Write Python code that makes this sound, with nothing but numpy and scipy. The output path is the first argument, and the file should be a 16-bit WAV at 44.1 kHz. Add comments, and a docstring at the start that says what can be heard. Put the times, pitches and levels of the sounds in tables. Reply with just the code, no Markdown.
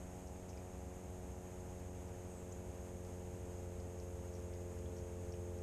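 """Trolling motor on a calm lake

An electric motor pushes a small boat slowly along. Its shaft, slowing very slightly, shakes the hull
four times a turn: forced vibration makes a hum, and resonance keeps the hull droning. Water washes
along it and tiny bubbles tick at the bow. A small bird calls faintly twice in the trees on the shore,
over the steady hiss of the microphone on the boat."""
import sys
import numpy as np
from scipy import signal
from scipy.fft import rfft, irfft, next_fast_len
from scipy.io import wavfile
from scipy.ndimage import uniform_filter1d

SR = 44100
rng = np.random.default_rng(int(sys.argv[2]) if len(sys.argv) > 2 else 0)


def persist_wave(psi):
    """Save psi, clipped to +-1, as 16-bit WAV."""
    counts = np.round(np.clip(psi, -1, 1) * 32767).astype(np.int16)
    wavfile.write(sys.argv[1], SR, np.atleast_2d(counts).T)


N = 247842
T = np.arange(N) / SR
SHAFT_HZ, SLOWING_HZ_PER_S = 22.86, .138  # turns per second at the start, and their steady fall


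def undb(db):
    """The decibel scale: amplitude grows tenfold every 20 dB."""
    return 10 ** (np.asarray(db) / 20)


def drift(rate_hz):
    """Low-pass fluctuation: random steps, smoothed twice; spread near 1."""
    hold = int(SR / rate_hz)
    steps = np.repeat(rng.standard_normal(N // hold + 1), hold)
    return 1.3 * uniform_filter1d(uniform_filter1d(steps, hold), hold)[:N]


def filtered_noise(gain_at):
    """Linear filtering: the spectrum of white noise times a gain at each frequency."""
    size = next_fast_len(N, True)
    hz = np.maximum(np.arange(size // 2 + 1) * SR / size, 1)
    return irfft(rfft(rng.standard_normal(size)) * gain_at(hz), size)[:N]


def coloured_noise(spectrum):
    """Spectral shaping: noise whose power density follows (frequency_hz, density_db) points."""
    hz, db = np.transpose(spectrum)
    return np.sqrt(SR / 2) * filtered_noise(lambda f: undb(np.interp(np.log(f), np.log(hz), db)))


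def resonance(pitch_hz, width_hz):
    """Random excitation: a resonator passes a narrow band of noise; rms 1."""
    band = filtered_noise(lambda f: 1 / (1 + ((f - pitch_hz) / width_hz) ** 2))
    return band / band.std()


def glides(rows, rasp_rad, grain_samples):
    """Phase modulation: random jitter roughens sliding tones that swell and fade."""
    out = np.zeros(N)
    jitter = uniform_filter1d(rng.standard_normal(N), size=grain_samples)
    jitter = rasp_rad * jitter / jitter.std()
    for middle_s, length_s, start_hz, end_hz, level_db in rows:
        count = max(int(length_s * SR), 8)
        span = np.clip(int((middle_s - length_s / 2) * SR) + np.arange(count), 0, N - 1)
        phase = 2 * np.pi * np.cumsum(np.linspace(start_hz, end_hz, count)) / SR
        swell = np.sin(np.linspace(0, np.pi, count))
        out[span] += undb(level_db) * swell * np.sin(phase + jitter[span])
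    return out


def scattered(direct, echo_db, t60_s):
    """Scattering: a diffuse, exponentially decaying tail follows the direct sound."""
    t = T[:SR // 2]
    tail = rng.standard_normal(len(t)) * np.exp(-np.log(1000) * t / t60_s)
    return direct + undb(echo_db) * signal.fftconvolve(direct, tail / np.linalg.norm(tail))[:N]


# Partials of the hum: shaft_multiple, starting_level_db, gain_db_per_hz of slowing
SHAFT_HARMONICS = [(4, -54.5, 12), (8, -55, -1), (9, -69, -3), (10, -68, 11), (12, -61, -4), (16, -58, 6.5),
                   (19, -72, 12), (20, -61.5, 13), (23, -77, 3), (24, -61, 8), (28, -62.5, 0),
                   (30, -74.5, 1.5), (32, -62.5, -10.5), (36, -66, -4), (40, -70.5, -2), (44, -75.5, -3.5)]

def motor_hum(speed_hz, angle, flutter_db=.56, wobble_rad=.008):
    """Forced vibration: shaft harmonics swell or fade as they slide across the hull's response."""
    dispersion_rad, panel_hz, panel_width_hz = .024, 380, 55
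    slowing_hz = SHAFT_HZ - speed_hz
    angle = angle + wobble_rad * drift(12)
    hum = 0
    for order, starting_level_db, gain_db_per_hz in SHAFT_HARMONICS:
        level_db = starting_level_db + gain_db_per_hz * slowing_hz + flutter_db * drift(6)
        # higher partials arrive later, and a ringing hull panel holds back those near its pitch
        dispersion_lag = dispersion_rad * order ** 2 / 2
        panel_lag = 2 * np.arctan2(panel_width_hz, panel_hz - order * speed_hz)
        hum = hum + undb(level_db) * np.cos(order * angle - dispersion_lag - panel_lag)
    return hum


# Resonances of the hull: pitch_hz, width_hz, rms_db
HULL_MODES = [(68, 9, -57.5), (102.5, 2.7, -63.5), (134, 15, -68.5), (826.6, 2.2, -75), (943, 2.4, -80)]

def hull_drone(drone_hz=69.6, drone_db=-55, waver_rad=.45):
    """Resonance: the motor keeps the hull's modes ringing; a low wavering tone beats against the hum."""
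    drone = undb(drone_db) * np.sin(2 * np.pi * drone_hz * T + waver_rad * drift(2.96))
    modes = sum(undb(rms_db) * resonance(hz, width_hz) for hz, width_hz, rms_db in HULL_MODES)
    return drone + modes


# Water and propeller noise through the hull: frequency_hz, density_db (power per Hz)
WASH_SPECTRUM = [(5, -100), (25, -79.5), (50, -78), (85, -83), (130, -80.5), (160, -86), (225, -83.5),
                 (300, -87.5), (450, -90), (600, -92), (880, -96), (1150, -101), (1700, -112), (4000, -135)]

def water_wash(angle, churn_depth=.34):
    """Amplitude modulation: the propeller churns the water noise four times a turn."""
    return coloured_noise(WASH_SPECTRUM) * (1 + churn_depth * np.cos(4 * angle))


# Noise floor of the microphone: frequency_hz, density_db (power per Hz)
HISS_SPECTRUM = [(1300, -100.5), (2600, -104), (4400, -114), (5000, -111), (6100, -107.5), (6480, -95),
                 (7000, -101.5), (8500, -104.5), (10400, -113.5), (11500, -110.5), (12400, -111),
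                 (13700, -118), (14400, -130)]

def microphone_hiss(flicker_db=.46):
    """Self-noise: a broad hiss with one narrow resonance, flickering slightly in level."""
    return coloured_noise(HISS_SPECTRUM) * undb(flicker_db * drift(20))


# Bubbles at the bow: middle_s, pitch_hz, level_db
BUBBLES = [(.274, 5650, -59), (.4937, 5800, -56), (.502, 5800, -57), (.509, 5450, -63), (.531, 2600, -63),
           (.575, 5300, -59.5), (.58, 2350, -60.5), (2.083, 5750, -62), (3.05, 5170, -62),
           (3.802, 5100, -61), (4.001, 5700, -55), (4.34, 5850, -58), (4.354, 5750, -55),
           (4.532, 2300, -62), (4.539, 5350, -60), (4.608, 5950, -63), (4.79, 5700, -62), (4.86, 3300, -61),
           (4.969, 5750, -58), (4.985, 5650, -58), (5.324, 5550, -53.5), (5.34, 2630, -60),
           (5.59, 5400, -64)]

def bubble_ticks(faint_count=10, faint_hz=5600, faint_db=-69, pitch_spread=.08, spread_db=2):
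    """Bubble resonance: each rings for the same number of cycles, so the low ones last longer."""
    cycles, rise = 25, .29  # each tick rises by this share of its pitch
    bubbles = list(BUBBLES)
    for when, pitch, strength in rng.random((faint_count, 3)):  # fainter ticks fall at random
        pitch_hz = faint_hz * (1 + pitch_spread * (2 * pitch - 1))
        level_db = faint_db + spread_db * (2 * strength - 1)
        bubbles.append((when * T[-1], pitch_hz, level_db))
    chirps = [(middle_s, cycles / hz, hz * (1 - rise / 2), hz * (1 + rise / 2), level_db)
              for middle_s, hz, level_db in bubbles]
    return scattered(glides(chirps, rasp_rad=.73, grain_samples=24), echo_db=-3.5, t60_s=.15)


# A thin falling whistle, then a quick rising chip: middle_s, length_s, start_hz, end_hz, level_db
BIRD_CALLS = [(2.36, .18, 8600, 7310, -66), (2.525, 0.0193, 5660, 7700, -54.5)]

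def bird_calls():
    """Scattering by the trees gives a bird's thin gliding calls a short tail."""
    return scattered(glides(BIRD_CALLS, rasp_rad=.82, grain_samples=48), echo_db=-8, t60_s=.25)


def scene():
    """Superposition: motor, hull and water close by, hiss and a far bird add in one channel."""
    speed_hz = SHAFT_HZ - SLOWING_HZ_PER_S * T
    angle = 2 * np.pi * np.cumsum(speed_hz) / SR
    boat = motor_hum(speed_hz, angle) + hull_drone() + water_wash(angle)
    return (boat + microphone_hiss() + bubble_ticks() + bird_calls())[None]


def record(dry):
    """Band limiting: a steep low-pass filter cuts the highest treble."""
    cutoff_hz = 14200
    return signal.sosfilt(signal.ellip(10, .1, 70, cutoff_hz, fs=SR, output="sos"), dry)


dry = scene()
out = record(dry)
persist_wave(out)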